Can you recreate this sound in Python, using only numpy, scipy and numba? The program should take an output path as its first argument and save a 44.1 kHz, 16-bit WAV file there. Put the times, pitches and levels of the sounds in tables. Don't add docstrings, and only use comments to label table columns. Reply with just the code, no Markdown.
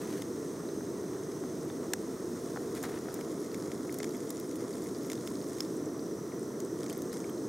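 import sys
import numpy as np
from scipy import signal
from scipy.fft import rfft, irfft
from scipy.io import wavfile
from scipy.ndimage import uniform_filter1d
from numba import njit

SR = 44100
rng = np.random.default_rng(int(sys.argv[2]) if len(sys.argv) > 2 else 0)


def master_out(mix):
    frames = np.transpose(np.atleast_2d(mix))
    ceiling = np.clip(frames, -1, 1)
    pcm = np.round(ceiling * 32767).astype(np.int16)
    wavfile.write(sys.argv[1], SR, pcm)


N = 330000
TIME = np.arange(N) / SR
SHORT = TIME[:2048]
SHIFT_ATTACK_S, SHIFT_RELEASE_S = 0.011, 0.017

# (frequency [Hz], level [dB], free decay t60 [s])
WALL = [(775, 3.5, 0.017), (1020, 0, 0.012), (1300, -5, 0.023), (1470, -2, 0.015), (1770, 3.5, 0.0069),
        (2080, -28, 0.0098)]


def stove(pan_db=-0.47):
    # (frequency [Hz], side minus mid [dB])
    width = [(30, 6), (60, -15), (110, -20.5), (250, -25), (420, -20.5), (700, -11), (2400, -7.5),
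             (4400, -8), (6400, -42), (9000, -6.5), (15000, -3.5)]
    mid, side = burner(), colour(burner(), width)
    return stereo(mid, side, pan_db)


def burner(roar_db=-37.5, rush_db=-54.5, flutter_db=1.2):
    # (frequency [Hz], level [dB])
    roar_colour = [(25, -55), (50, -39), (62, -25.5), (100, -14.5), (140, -8.5), (230, -5), (310, 0.5),
                   (420, -2.5), (480, -6.5), (550, -15), (690, -16.5), (800, -35.5), (1100, -48),
                   (1800, -110)]
    # (frequency [Hz], level [dB])
    rush_colour = [(450, -23), (750, -0.5), (1050, 3), (1350, 0.5), (1550, -6.5), (1900, -5), (2300, -16.5),
                   (2700, -20.5), (4000, -39)]
    roar = unit(colour(noise(), roar_colour)) * undb(roar_db + 0.31 * walk(7.3))
    rush = unit(colour(noise(), rush_colour)) * undb(rush_db + 0.56 * walk(9) + flutter_db * walk(120))
    return roar + rush + jet()


def jet():
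    # (frequency [Hz], level [dB])
    hiss_colour = [(1800, -10), (2750, -9), (3300, -1.5), (4000, 0), (4800, -0.5), (5300, 3), (7200, 2.5),
                   (9200, 0), (10400, -2.5), (12000, -5.5), (13800, -4), (15600, -6.5), (17000, -31)]
    # (base frequency [Hz], width [Hz], base gain [dB], following of the mug [0-1])
    modes = [(5350, 410, 5, 0.06), (5895, 430, 8, 0.05), (6290, 520, 10.5, 0.92), (8470, 760, 6.5, 0.77),
             (11220, 760, 2.5, 0)]
    # (time [s], level [dB], frequency ratio [1], resonance boost [dB])
    mug_path = [(0, -54, 0.99, 0.5), (1.5, -56, 0.979, 0), (2.5, -53.5, 1.02, -3), (3.2, -55, 1.07, -5),
                (4.6, -55, 1.035, -3.5), (5.55, -53.5, 1.01, -3), (5.95, -55.5, .94, -7),
                (6.6, -55.3, .96, -7), (7.1, -55, .985, 0.5)]
    hiss_db, ratio, boost_db = curves(mug_path)
    hiss, drive = colour(noise(), hiss_colour), colour(noise(), hiss_colour)
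    for hz, width, db, follows in modes:
        hiss = hiss + undb(db + follows * boost_db) * ring(drive, hz * ratio ** follows, width)
    return unit(hiss) * undb(hiss_db + 0.28 * walk(10))


def stream(drops_per_s=300, spread_db=3.8, fizz_share=.4, fizz_db=-4, gain_db=1.5):
    # (frequency [Hz], level [dB])
    drop_colour = [(500, -31), (1100, 4), (1600, 3.5), (2100, 9), (2700, -9), (3400, 4), (4300, -3.5),
                   (5200, 8), (6000, 6.5), (7200, 5.5), (9500, 3.5), (12000, -6.5), (15600, -20.5)]
    slaps, fizz, splash = np.zeros(N), np.zeros(N), noise()
    for when, size, pitch, kind in rng.random((int(drops_per_s * N / SR), 4)):
        s = when * N / SR
        gain = undb(spread_db * min(-np.log(1 - size), 3.2))
        if kind < fizz_share:
            hz = 4200 * 2 ** (1.6 * pitch)
            add(fizz, s, gain * bubble(hz, t60_at_5khz=0.0036, glide=0.062))
        else:
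            add(slaps, s, gain * fade(0.012) * (1 - fade(0.004)))
    water = unit(colour(slaps * splash, drop_colour)) + undb(fizz_db) * unit(fizz)
    return place(water * flow() * undb(gain_db), pan_db=1.5, side_db=-23.0)


def flow(attack_s=.026, release_s=.07, fill_db_per_s=1.64, soak_db=-73.5):
    # (start [s], length [s], relative starting level [dB])
    pours = [(1.15, 0.64, -66.5), (2.33, 3.3, -63.5), (6.775, .17, -55.5), (7.107, .11, -59)]
    patter = np.zeros(N)
    for s, length, db in pours:
        swell_db = fill_db_per_s * np.clip(TIME - s, 0, length)
        patter += gesture(s, length, attack_s, release_s) * undb(db + swell_db)
    return np.hypot(patter, undb(soak_db))


def ticks(t60=0.011, swell_t60=.009, gain_db=23, pivot_hz=6500):
    # (time [s], relative level [dB], brightness [dB per octave])
    events = [(0.2197, -41.5, -1), (2.7495, -47, 4), (2.828, -43.5, 8), (2.836, -43.5, 5),
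              (3.141, -43.5, 8.5), (3.2098, -47.5, -3), (3.544, -44, -2), (3.717, -47.5, -4),
              (3.9247, -45, 6), (3.942, -44, 7), (3.9856, -43, 6), (4.0016, -46, -7), (4.0302, -40, -3.5),
              (4.043, -42.5, -4), (4.3037, -39.5, 5), (4.3985, -49, 6), (4.5558, -47.5, 1),
              (5.099, -41.5, -2.5), (5.1165, -40.5, -0.5), (5.131, -42, -1), (5.274, -41, -1.5),
              (5.5837, -48, 0), (5.605, -37.5, 0), (6.6018, -44.5, 1.5), (6.8622, -48.5, -4),
              (6.8973, -43, 0.5), (7.0196, -46.5, 6), (7.129, -44, 1.5)]
    # (frequency [Hz], level [dB])
    tick_colour = [(400, -3), (1770, 2.5), (3320, 0), (6430, 6.5), (11900, -1), (17000, -8)]
    hz, base_db = np.transpose(tick_colour)
    octaves = np.log2(np.maximum(hz, hz[1]) / pivot_hz)
    track = np.zeros(N)
    for s, db, brightness in events:
        tilted = np.column_stack([hz, base_db + brightness * octaves])
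        add(track, s, undb(db + gain_db) * colour(crack(t60, swell_t60), tilted))
    return place(in_cup(track), pan_db=1.5, side_db=-13.5)


def in_cup(x):
    # (frequency [Hz], width [Hz], gain [dB])
    modes = [(2120, 610, -0.5), (3420, 1100, -1.5), (5150, 740, -3.5), (7030, 1400, -4.5)]
    ringing = sum(undb(db) * ring(x, hz, width) for hz, width, db in modes)
    return unit(x + ringing) * np.std(x)


def snap(at_s=1.9342, peak_db=-15.8, contact_t60=.006, crack_db=-18):
    # (frequency [Hz], half width [Hz], level [dB])
    rim = [(1700, 190, 2), (1954, 100, -5), (3650, 700, -1.5), (5580, 380, 0.5), (6780, 420, 2),
           (7820, 370, 0), (8750, 350, -6), (9900, 540, -2.5), (11000, 500, -9), (14470, 1600, -4)]
    slips = crack(contact_t60)
    sound = undb(crack_db) * crack(t60=.012)
    for hz, half_width, db in rim:
        mode = ring(slips, hz, 2 * half_width)
        sound = sound + undb(db) * mode / np.linalg.norm(mode)
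    track = np.zeros(N)
    add(track, at_s, undb(peak_db) * sound / np.abs(sound).max())
    return place(track, pan_db=0.5, side_db=-13)


def bubbles(gain_db=2.5, pooled_s=4.1, faint_count=14, faint_db=-48, low_hz=3010, octaves=1.96):
    # (time [s], relative level [dB], starting pitch [Hz])
    clear = [(0.689, -45, 3940), (1.7, -44.5, 3540), (3.8948, -39, 2080), (4.1456, -46, 2140),
             (4.294, -37, 7840), (4.3704, -37, 6850), (4.7356, -43, 4570), (4.8614, -46, 2100),
             (5.6054, -24, 5240), (5.768, -41, 7840), (5.8582, -40, 7500), (5.994, -43, 4570),
             (6.3197, -46.5, 2110), (6.3948, -39, 8450), (6.4306, -41, 7840), (6.6499, -39, 8190),
             (6.906, -43, 3080), (6.9777, -37, 11810), (7.2438, -43, 2200), (7.2986, -41.5, 11810)]
    faint = [(pooled_s + when * (N / SR - pooled_s), faint_db, low_hz * 2 ** (octaves * pitch))
             for when, pitch in rng.random((faint_count, 2))]
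    track = np.zeros(N)
    for s, db, hz in [*clear, *faint]:
        add(track, s, undb(db + gain_db) * bubble(hz, t60_at_5khz=0.0092, glide=0.039))
    return place(track, pan_db=1.0, side_db=-14)


def bubble(hz, t60_at_5khz, glide):
    decay = fade(t60_at_5khz * np.sqrt(5000 / hz))
    pitch = hz * (1 + glide * (1 - decay))
    return np.sin(2 * np.pi * np.cumsum(pitch) / SR) * decay


def taps(gain_db=-2, push_t60=0.0036):
    # (time [s], relative peak level [dB])
    knocks = [(.808, -35.5), (1.437, -35.5), (1.70, -35.5), (1.937, -29), (2.561, -27.5), (2.572, -25),
              (2.838, -30), (2.89, -35), (3.085, -32), (3.19, -36), (7.13, -36)]
    track = np.zeros(N)
    for s, db in knocks:
        wall = sum(undb(mode_db) * np.sin(2 * np.pi * (hz * SHORT + rng.random())) * fade(t60)
                   for hz, mode_db, t60 in WALL)
        knock = wall * (1 - fade(push_t60))
        add(track, s, undb(db + gain_db) * knock / np.abs(knock).max())
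    return place(track, pan_db=2, side_db=-16)


def rub(slips_per_s=520, spread_db=3):
    _, pressure = hand_shifts()
    slipping = rng.random(N) < slips_per_s / SR
    slips = slipping * np.sign(noise()) * undb(spread_db * noise())
    wall = sum(undb(db) * np.sin(2 * np.pi * hz * SHORT) * fade(t60 / 2) for hz, db, t60 in WALL)
    sound = signal.fftconvolve(slips, wall)[:N]
    return place(unit(sound) * pressure, pan_db=1.5, side_db=-16)


def sleeve(grain_db=3, rest_db=-63, settles_at_s=3.04, release_s=.15):
    # (frequency [Hz], level [dB])
    cloth_colour = [(400, -10), (900, 3), (1900, 6), (2700, -2.5), (4000, -0.5), (7000, -3.5),
                    (11000, -4.5), (15600, -12)]
    moving, _ = hand_shifts()
    resting = undb(rest_db) * gesture(0, settles_at_s, SHIFT_ATTACK_S, release_s)
    slips = noise() * undb(grain_db * walk(400))
    rustle = unit(colour(slips, cloth_colour)) * np.hypot(moving, resting)
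    return place(rustle, pan_db=1.5, side_db=-24)


def hand_shifts():
    # (start [s], length [s], sleeve level [dB], rub level [dB])
    shifts = [(0, .21, -53, -72), (2.742, 0.031, -49, -51), (2.826, .03, -46.5, -47),
              (2.878, 0.054, -60, -54), (2.933, .035, -56, -49.5), (3.03, .18, -65, -57),
              (3.464, .1, -72, -60)]
    return sum(np.outer(undb(levels_db), gesture(s, length, SHIFT_ATTACK_S, SHIFT_RELEASE_S))
               for s, length, *levels_db in shifts)


def breeze(db=-80, gust_db=4):
    # (frequency [Hz], level [dB])
    rumble_colour = [(15, 2), (40, -8), (90, -14), (300, -60)]
    rumble = np.array([unit(colour(noise(), rumble_colour)) for _ in range(2)])
    return rumble * undb(db + gust_db * walk(8))


def place(x, pan_db, side_db):
    scatter = rng.standard_normal(len(SHORT)) * fade(0.014)
    side = undb(side_db) * signal.fftconvolve(x, scatter / np.linalg.norm(scatter))[:N]
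    return stereo(x, side, pan_db)


def stereo(mid, side, pan_db):
    return np.array([(mid + side) * undb(pan_db / 2), (mid - side) * undb(-pan_db / 2)])


def crack(t60, swell_t60=0.0043):
    burst = np.sign(rng.standard_normal(len(SHORT))) * fade(t60) * (1 - fade(swell_t60))
    return burst / np.linalg.norm(burst)


def gesture(start, length, attack, release):
    age = TIME - start
    return np.clip(age / attack, 0, 1) * np.exp(-np.maximum(age - length, 0) / release)


def colour(x, points):
    hz, db = np.transpose(points)
    size = 8192
    grid = np.maximum(np.fft.rfftfreq(size, 1 / SR), 1)
    gain = undb(np.interp(np.log(grid), np.log(hz), db))
    cepstrum = irfft(np.log(gain))
    cepstrum[1:size // 2] *= 2
    cepstrum[size // 2 + 1:] = 0
    impulse = irfft(np.exp(rfft(cepstrum)))
    return signal.fftconvolve(x, impulse)[:len(x)]


def ring(x, hz, width):
    centre = hz * np.ones(len(x))
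    return resonance(resonance(x, centre, float(width)), centre, float(width))


@njit
def resonance(x, hz, width):
    y, band_state, low_state = np.empty(len(x)), 0., 0.
    for i in range(len(x)):
        g, damping = np.tan(np.pi * hz[i] / SR), width / hz[i]
        band = (band_state + g * (x[i] - low_state)) / (1 + g * (g + damping))
        band_state = 2 * band - band_state
        low_state += 2 * g * band
        y[i] = damping * band
    return y


def curves(table):
    s, *columns = np.transpose(table)
    return [np.interp(TIME, s, c) for c in columns]


def noise():
    return rng.standard_normal(N)


def walk(rate):
    hold = int(SR / rate)
    steps = np.repeat(rng.standard_normal(N // hold + 1), hold)[:N]
    return unit(uniform_filter1d(steps, hold))


def fade(t60):
    return np.exp(-np.log(1000) * SHORT / t60)


def add(track, s, sound):
    start = int(np.clip(s * SR, 0, N - 1))
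    track[start:start + len(sound)] += sound[:N - start]


def undb(db):
    return 10 ** (np.asarray(db) / 20)


def unit(x):
    return x / np.sqrt(np.mean(x ** 2))


def scene():
    return stove() + stream() + ticks() + snap() + bubbles() + taps() + rub() + sleeve() + breeze()


def record(dry):
    top_hz = 15800
    return signal.sosfilt(signal.ellip(10, .2, 70, top_hz, fs=SR, output="sos"), dry)


dry = scene()
out = record(dry)
master_out(out)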